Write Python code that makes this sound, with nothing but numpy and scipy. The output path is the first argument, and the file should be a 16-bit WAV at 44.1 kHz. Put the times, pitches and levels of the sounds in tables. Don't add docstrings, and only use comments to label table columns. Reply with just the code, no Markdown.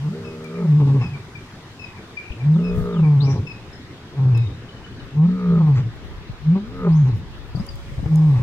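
import sys
import numpy as np
from scipy import signal
from scipy.fft import rfft, irfft, next_fast_len
from scipy.io import wavfile
from scipy.ndimage import uniform_filter1d, minimum_filter1d, map_coordinates

SR = 44100
rng = np.random.default_rng(int(sys.argv[2]) if len(sys.argv) > 2 else 0)


def master(y):
    cut = np.clip(np.atleast_2d(y).T, -1, 1)
    pcm = np.round(cut * 32767)
    wavfile.write(sys.argv[1], SR, pcm.astype(np.int16))


N = 371322
T = np.arange(N) / SR

# (frequency [Hz], relative density [dB per Hz])
RUSTLE_SPECTRUM = [(50, -5.5), (110, 7), (210, -1), (400, -3), (550, -11.5), (1000, -12), (1800, -15),
                   (2900, -21.5), (3700, -22), (7000, -39.5), (12000, -71)]
# (frequency [Hz], side minus mid [dB])
RUSTLE_WIDTH = [(60, -24.5), (200, -23), (550, -11.5), (1650, -2.5), (4000, 3)]
# (frequency [Hz], relative density [dB per Hz])
HISS_SPECTRUM = [(2000, -30.5), (5000, 1.5), (8000, -6), (16000, -18.5)]
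HISS_START_DB, HISS_SINK_DB_PER_S, HISS_LATE_DB = -56.5, 1.14, -58

# (frequency [Hz], relative density [dB per Hz])
BUFFET_SPECTRUM = [(15, -12.5), (40, 4), (120, -3.5), (400, -54)]
# (time [s], level [dB])
BUFFET_LEVEL = [(0, -68), (2.2, -57), (2.8, -29), (3.2, -49.5), (4.3, -57.5), (5.4, -40), (8.42, -36.5)]
# (time [s], level [dB], mean pitch [Hz])
WIND_BUMPS = [(2.304, -17.5, 75), (2.779, -10, 155), (2.811, -15, 74.8), (6.295, -22, 149.7),
              (7.549, -11.5, 99), (7.573, -17.5, 130), (7.598, -13, 126), (7.918, -20.5, 90),
              (7.979, -13, 99.3), (7.992, -14.5, 90.5), (8.027, -17, 170), (8.039, -16.5, 70),
              (8.059, -9.5, 150.4)]
GRIT_DB, GRIT_CUTOFF_HZ = -19, 503

# (frequency [Hz], rms level [dB])
WHINE_TONES = [(557, -54.5), (4969, -68), (8285, -76), (14917, -83)]
WHINE_START_S = 7.55
# (time [s], level [dB])
SNAPS = [(0.4443, -28), (4.376, -23.5), (7.6663, -23.5), (7.7567, -27), (8.1582, -19.5)]

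# (time [s], level [dB])
WHISTLE_NOTES = [(0.243, -44), (1.01, -37), (1.7904, -38.5), (2.6326, -38.5), (3.464, -37), (4.3416, -42)]
# (time [s], level [dB])
SLIDE_NOTES = [(2.5367, -56), (2.922, -52)]
# (time [s], level [dB])
CHIP_NOTES = [(0.4386, -39.5), (0.5499, -42), (1.131, -39.5), (1.3473, -41), (1.959, -40), (2.1675, -29),
              (2.3983, -39.5), (3.03, -38.5), (3.263, -39.5)]
CHIP_CENTRE_HZ = 2339
# (time [s], length [s], start [Hz], end [Hz], level [dB])
THIN_PIPS = [(3.724, 0.075, 5150, 5270, -55), (4.369, 0.2, 3795, 3690, -54.5),
             (7.554, .025, 4830, 4430, -45.5), (7.59, 0.03, 4870, 5100, -52),
             (7.687, 0.011, 4800, 4740, -35.5), (8.168, 0.03, 5260, 4984, -52.5)]
# (time [s], spacing [s], pitch [Hz], fall [Hz], level [dB])
QUICK_RUNS = [(2.232, .021, 2500, 900, -36), (4.685, .078, 2980, 100, -45)]
# (time [s], length [s], start and end [Hz], top before swing [Hz], swing [Hz], level [dB])
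WARBLES = [(3.2, 0.2, 3484, 5490, 473, -47), (6.898, 0.22, 3610, 6300, 352, -57.5)]
WARBLE_PULSE_DEPTH = 0.34
ECHO_DB, ECHO_T60_S = -4, .35

# (time [s], deep pitch [Hz], deep tone [dB], overtones [dB], rasp [dB])
ROAR_CALLS = [
    [(0.0, 129, -29, -70, -52), (0.066, 148.9, -21, -42.5, -53), (0.186, 166.1, -40, -35.5, -55),
     (0.47, 158.7, -39.5, -39, -49.5), (0.598, 177.7, -26.5, -30.5, -43.5), (0.7, 152, -12, -37, -44.5),
     (0.972, 130.3, -13, -35.5, -49), (1.062, 120, -23, -49, -48.5), (1.2, 119.6, -35, -57, -56)],
    [(2.37, 108.9, -40, -47, -57), (2.444, 140, -19.5, -45, -51), (2.494, 152.2, -9, -41, -44),
     (2.646, 177, -21.5, -32, -48), (2.914, 178.7, -30, -29.5, -38.5), (3.014, 159, -11.5, -33.5, -39),
     (3.152, 144.1, -12, -41, -44.5), (3.364, 135.2, -16.5, -36.5, -46), (3.388, 123.5, -20.5, -44, -53),
     (3.5, 140, -33, -46.5, -66)],
    [(5.13, 138.2, -36, -52, -62.5), (5.198, 153.6, -6.5, -35.5, -37.5), (5.31, 183.8, -18, -39.5, -48.5),
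     (5.4, 185.3, -26.5, -37, -40.5), (5.51, 171.7, -12.5, -28, -38.5), (5.656, 155.8, -12, -45.5, -43.5),
     (5.754, 133, -14, -36.5, -45), (5.796, 116.5, -18, -41, -46), (5.9, 117.7, -27.5, -56, -80)],
    [(6.42, 146.5, -44, -61, -68), (6.484, 153.9, -10, -45, -52), (6.566, 198, -15, -39.5, -48.5),
     (6.65, 173.5, -54, -51.5, -63), (6.802, 187, -37, -34, -38), (6.88, 167, -12, -24, -33.5),
     (7.004, 150.2, -11.5, -60, -48), (7.098, 128, -16, -32.5, -43.5), (7.164, 104.5, -18.5, -63, -66),
     (7.25, 101.9, -37, -59, -72)],
]
# (time [s], deep pitch [Hz], deep tone [dB], overtones [dB], rasp [dB])
GRUNT_CALLS = [
    [(4.13, 127, -50, -43, -65), (4.19, 135.3, -17, -43.5, -44), (4.274, 126, -10.5, -37, -46),
     (4.414, 112.1, -15.5, -45.5, -51), (4.504, 110.7, -29.5, -42, -63), (4.6, 117.8, -30.5, -62, -72)],
    [(8.08, 157, -28.5, -37, -68), (8.126, 157.8, -12.5, -42.5, -43), (8.26, 155.1, -12, -40, -44.5),
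     (8.32, 142.7, -12.5, -38, -40.5), (8.388, 122.7, -16.5, -37.5, -39.5), (8.42, 126.4, -15.5, -39, -43)],
]
# (time [s], length [s], pitch at plateau start [Hz], at plateau end [Hz], plateau tone [dB])
FOLD_CLIMBS = [(0.071, .62, 238, 236, -38), (2.539, 0.51, 249.6, 231.1, -35),
               (5.242, .39, 253.1, 239.9, -36), (6.585, .32, 245.5, 272, -40)]
CLIMB_S, DROP_S = .12, .15
JOIN_DB = 20.5
FADE_S = 0.026
# (frequency [Hz], width [Hz], level [dB])
THROAT_MODES = [(275, 70, 0), (440, 100, 0), (600, 100, -5)]
# (frequency [Hz], width [Hz], level [dB])
MOUTH_MODES = [(820, 240, -1), (1130, 150, 0), (2300, 1800, -10)]
# (frequency [Hz], width [Hz], level [dB])
GAPE_MODES = [(880, 170, -7), (1250, 130, 0), (2300, 1800, -12)]
# (frequency [Hz], width [Hz], level [dB])
CHEST_MODES = [(127, 110, 3.5), (261, 88, -5)]
GAPE_GAP_HZ = 50
FOLD_DRIVE, DEEP_DRIVE = 2.0, 1.1
CRUMBLE_DB = -9.5
# (time [s], puff [dB])
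BREAK_UPS = [(1.03, -42), (3.33, -44), (4.45, -52.5), (5.78, -40), (7.16, -55), (8.385, -48)]
BREAK_S, CHOP_KNOTS_PER_S = .25, 55
# (frequency [Hz], relative density [dB per Hz])
PUFF_SPECTRUM = [(600, -19.5), (1100, 1.5), (7000, -17.5), (12000, -53)]
PUFF_HALF_WIDTH_S = .035
# (time [s], burst [dB])
FOLD_SLIPS = [(.797, 9.5), (.868, 10.5), (.942, 10), (1.008, 8), (3.055, 1.5), (3.215, 6), (3.275, 9.5),
              (3.354, 7.5), (4.25, 4), (4.345, 5), (5.52, 1), (5.553, 2.5), (5.585, 4.5), (5.622, 2),
              (5.662, 7.5), (6.553, 10.5), (7.12, 9.5)]
FALTER_DEPTH, FALTER_HALF_WIDTH_S, BURST_S = .4, .007, .03

LIMIT_CEILING, BAND_LIMIT_HZ = .41, 15780


def amp(db):
    return 10 ** (np.asarray(db) / 20)


def unit(x):
    return x / np.sqrt(np.mean(x ** 2) + 1e-20)


def along(points, hz):
    f, v = np.transpose(points)
    return np.interp(np.log(hz + 1), np.log(f + 1), v)


def curves(rows):
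    s, *cols = np.transpose(rows)
    return [np.interp(T, s, c) for c in cols]


def ramp(start_s, end_s, rise_s, fall_s):
    return np.clip(np.minimum((T - start_s) / rise_s, (end_s - T) / fall_s), 0, 1)


def bell(centre_s, half_width_s):
    return np.exp(-((T - centre_s) / half_width_s) ** 2)


def wobble(knots_per_s):
    knots = rng.standard_normal(int(N * knots_per_s / SR) + 4)
    return map_coordinates(knots, [T * knots_per_s])


def phase_of(hz):
    return 2 * np.pi * np.cumsum(hz) / SR


def filtered(x, response):
    m = next_fast_len(N + SR // 2)
    return irfft(rfft(x, m) * response(np.fft.rfftfreq(m, 1 / SR)), m)[..., :N]


def coloured(x, spectrum):
    return unit(filtered(x, lambda hz: amp(along(spectrum, hz))))


def through(x, table):
    def response(f):
        total = 0
        for k, (centre, width, db) in enumerate(table):
            band = 1j * f * width / (centre ** 2 - f ** 2 + 1j * f * width)
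            total = total + (-1) ** k * amp(db) * band
        return total ** 2
    y = filtered(x, response)
    return y / np.sqrt(np.abs(uniform_filter1d(y ** 2, SR // 8)) + 1e-12)


def placed(x, pan_db, delay_samples):
    late = np.pad(x, (delay_samples, 0))[:N]
    return np.array([x * amp(pan_db / 2), late * amp(-pan_db / 2)])


def echoes(x, t60_s):
    t = np.arange(SR // 2) / SR
    tail = rng.standard_normal((2, len(t))) * amp(-60 * t / t60_s) * (t > .01)
    return signal.fftconvolve(x[None], tail / np.linalg.norm(tail[0]), axes=1)[:, :N]


def bush():
    z = signal.stft(rng.standard_normal((2, N)), nperseg=512)[2]
    patches = uniform_filter1d(rng.standard_normal(z.shape[1:]), 5, 0)
    patches = unit(uniform_filter1d(patches, 10, 1))
    pair = signal.istft(z * amp(2 * patches), nperseg=512)[1][:, :N]

    def mid_side(hz):
        return amp(along(RUSTLE_SPECTRUM, hz) + [0 * hz, along(RUSTLE_WIDTH, hz)])
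    mid, side = filtered(pair, mid_side)
    rustle = amp(-39.5) * unit(np.array([1.09 * (mid + side), mid - side]))
    hiss = coloured(rng.standard_normal((2, N)), HISS_SPECTRUM)
    hiss_db = np.where(T < WHINE_START_S, HISS_START_DB - HISS_SINK_DB_PER_S * T, HISS_LATE_DB)
    return rustle + amp(hiss_db) * hiss


def wind():
    lumps = amp(1.4 * wobble(2.7) + 4.1 * np.array([wobble(22), wobble(12)]))
    rumble = filtered(rng.standard_normal((2, N)), lambda hz: amp(along(BUFFET_SPECTRUM, hz)))
    out = amp(curves(BUFFET_LEVEL)[0] + np.array([[3], [0]])) * unit(lumps * rumble)
    t = np.arange(SR // 8) / SR
    low_pass = signal.butter(2, GRIT_CUTOFF_HZ, fs=SR, output="sos")
    for s, db, hz in WIND_BUMPS:
        swirl = 1 + .25 * np.cumsum(rng.standard_normal(len(t))) / np.sqrt(SR / 100)
        push = np.sin(phase_of(hz * swirl)) * amp(-60 * t / 0.07) * (1 - np.exp(-t / 0.002))
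        grit = unit(signal.sosfilt(low_pass, rng.standard_normal((2, len(t)))))
        bump = push + amp(GRIT_DB - 60 * t / 0.054) * grit
        k = int(s * SR)
        out[:, k:k + len(t)] += amp(db + np.array([[4], [-1]])) * bump
    return out


def whine():
    tones = sum(amp(db + 2.2 * wobble(9.0)) * np.sin(2 * np.pi * hz * T) for hz, db in WHINE_TONES)
    return np.sqrt(2) * tones * (T > WHINE_START_S)


def ticks():
    out, t = np.zeros((2, N)), np.arange(SR // 50) / SR
    for s, db in SNAPS:
        snap = amp(db - 5.5 - 60 * t / 0.011) * rng.standard_normal((2, len(t)))
        out[:, int(s * SR):][:, :len(t)] += snap
    return filtered(out, lambda hz: 1 / (1 + (5000 / (hz + 1)) ** 4) / (1 + (hz / 11000) ** 4))


def add_note(track, s, length_s, hz, db, overtone_db=-60, fall=0.4):
    u = np.arange(int(length_s * SR)) / (length_s * SR)
    phase = phase_of(hz(u))
    shape = np.minimum(u * length_s / .007, 1) * (1 - u) ** fall
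    wave = np.sin(phase) + amp(overtone_db) * np.sin(2 * phase)
    track[int(s * SR):][:len(u)] += amp(db) * shape * wave


def warbles():
    flutter = np.sin(phase_of(150 + 25 * wobble(33)))
    track = np.zeros(N)
    for s, length_s, edge_hz, top_hz, swing_hz, db in WARBLES:
        def pitch(u):
            arch = np.interp(u, [0, .33, .8, 1], [0, 1, 1, 0])
            swing = swing_hz * np.sqrt(arch) * flutter[int(s * SR):][:len(u)]
            return edge_hz + (top_hz - edge_hz) * arch + swing
        add_note(track, s, length_s, pitch, db, fall=0.44)
    return track * (1 + WARBLE_PULSE_DEPTH * flutter) * amp(4 * wobble(60))


def birds():
    near, far = np.zeros(N), np.zeros(N)
    for s, db in WHISTLE_NOTES:
        add_note(near, s, .09, lambda u: 2490 + 150 * (1 - u) ** 1.3, db, overtone_db=-13)
    for s, db in SLIDE_NOTES:
        add_note(far, s, .12, lambda u: 2450 + 1550 * (1 - u) ** 1.9, db, fall=0.34)
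    for s, db in CHIP_NOTES:
        add_note(near, s, .035, lambda u: CHIP_CENTRE_HZ * (1.04 - .08 * u), db, overtone_db=-25.5)
    for s, length_s, start_hz, end_hz, db in THIN_PIPS:
        add_note(far, s, length_s, lambda u: end_hz + (start_hz - end_hz) * (1 - u) ** 2, db)
    for s, gap_s, hz, fall_hz, db in QUICK_RUNS:
        for k, (a, b) in enumerate(rng.standard_normal((5, 2))):
            def pitch(u):
                return hz + fall_hz * ((1 - u) ** 3 * (1 + a / 2) + a / 10)
            add_note(near, s + k * gap_s, .016, pitch, db + 2 * b)
    near = near * amp(4 * wobble(120))
    far = far * amp(4 * wobble(120)) + warbles()
    direct = placed(near, pan_db=10.0, delay_samples=8) + placed(far, pan_db=18, delay_samples=5)
    return direct + amp(ECHO_DB) * echoes(near + far, ECHO_T60_S)


def climbs(deep_hz):
    gap_hz, gain = 0, 0
    for s, length_s, first_hz, last_hz, db in FOLD_CLIMBS:
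        end_s = s + length_s
        up = np.sin(np.pi / 2 * ramp(s, end_s, CLIMB_S, DROP_S))
        plateau_hz = np.interp(T, [s + CLIMB_S, end_s - DROP_S], [first_hz, last_hz])
        gap_hz = gap_hz + up * (plateau_hz - deep_hz)
        gain = gain + ramp(s, end_s, FADE_S, FADE_S) * amp(db + JOIN_DB * (1 - up))
    return gap_hz, gain


def lion():
    calls = sorted(ROAR_CALLS + GRUNT_CALLS, key=lambda c: c[0][0])
    deep_hz, deep_db, over_db, rasp_db = curves(np.vstack(calls))
    on = sum(ramp(c[0][0] - FADE_S, c[-1][0] + FADE_S, FADE_S, FADE_S) for c in calls)
    gap_hz, fold_gain = climbs(deep_hz)

    broken = sum(ramp(s, s + BREAK_S, FADE_S / 2, FADE_S) for s, _ in BREAK_UPS)
    puffs = sum(amp(db) * bell(s, PUFF_HALF_WIDTH_S) for s, db in BREAK_UPS)
    falter = sum(FALTER_DEPTH * bell(s, FALTER_HALF_WIDTH_S) for s, _ in FOLD_SLIPS)
    burst_db = sum(db * ramp(s, s + BURST_S + FADE_S, FALTER_HALF_WIDTH_S / 2, FADE_S)
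                   for s, db in FOLD_SLIPS)
    rough = np.maximum(np.clip((158 - deep_hz) / 60, .05, .3), .9 * broken)
    stall = np.tanh(.8 + 1.1 * wobble(CHOP_KNOTS_PER_S))
    chop = (1 - broken) * (1 - falter) + broken * stall

    deep = phase_of(deep_hz * (1 + 0.121 * rough * wobble(45)))
    fold = deep + phase_of(gap_hz * (1 + 0.08 * wobble(30)))
    deep_tone = on * chop * amp(deep_db + 3 * rough * wobble(35)) * np.sin(deep)
    tones = deep_tone + fold_gain * np.sin(fold)

    bend = FOLD_DRIVE * np.exp(1j * fold) + DEEP_DRIVE * np.exp(1j * deep)
    sums = np.exp(bend).real * amp(1.5 * wobble(40))
    snaps = np.exp(25 * (np.cos(fold) - 1)) * (1 + 2 * np.cos(deep))
    flow = unit(rng.standard_normal(N) * (1.1 + np.exp(2 * (np.cos(fold) - 1))))
    breath = through(flow, THROAT_MODES)
    throat = np.sqrt(1 - rough / 2) * through(sums, THROAT_MODES) + np.sqrt(rough / 2) * breath
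    airflow = unit(np.gradient(snaps)) + 1.6 * flow
    wide = np.clip(gap_hz / GAPE_GAP_HZ, 0, 1)
    mouth = np.sqrt(1 - wide) * through(airflow, MOUTH_MODES)
    mouth = mouth + np.sqrt(wide) * through(airflow, GAPE_MODES)

    growl = amp(burst_db + 3 * np.sqrt(rough) * wobble(30))
    crumble = rough * amp(deep_db + CRUMBLE_DB - burst_db / 2) * through(flow, CHEST_MODES)
    shaped = amp(over_db) * throat + amp(rasp_db) * mouth + crumble
    voice = np.sqrt(2) * tones + on * growl * shaped
    voice = voice + puffs * coloured(flow, PUFF_SPECTRUM)
    return placed(voice, pan_db=.5, delay_samples=5) + amp(-28) * echoes(voice, t60_s=.8)


def scene():
    return bush() + wind() + whine() + ticks() + birds() + lion()


def record(dry):
    need = np.minimum(1, LIMIT_CEILING / (np.abs(dry).max(axis=0) + 1e-9))
    gain = uniform_filter1d(minimum_filter1d(need, SR // 60), SR // 100)
    steep = signal.ellip(10, .1, 70, BAND_LIMIT_HZ, fs=SR, output="sos")
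    return signal.sosfilt(steep, dry * gain)


dry = scene()
out = record(dry)
master(out)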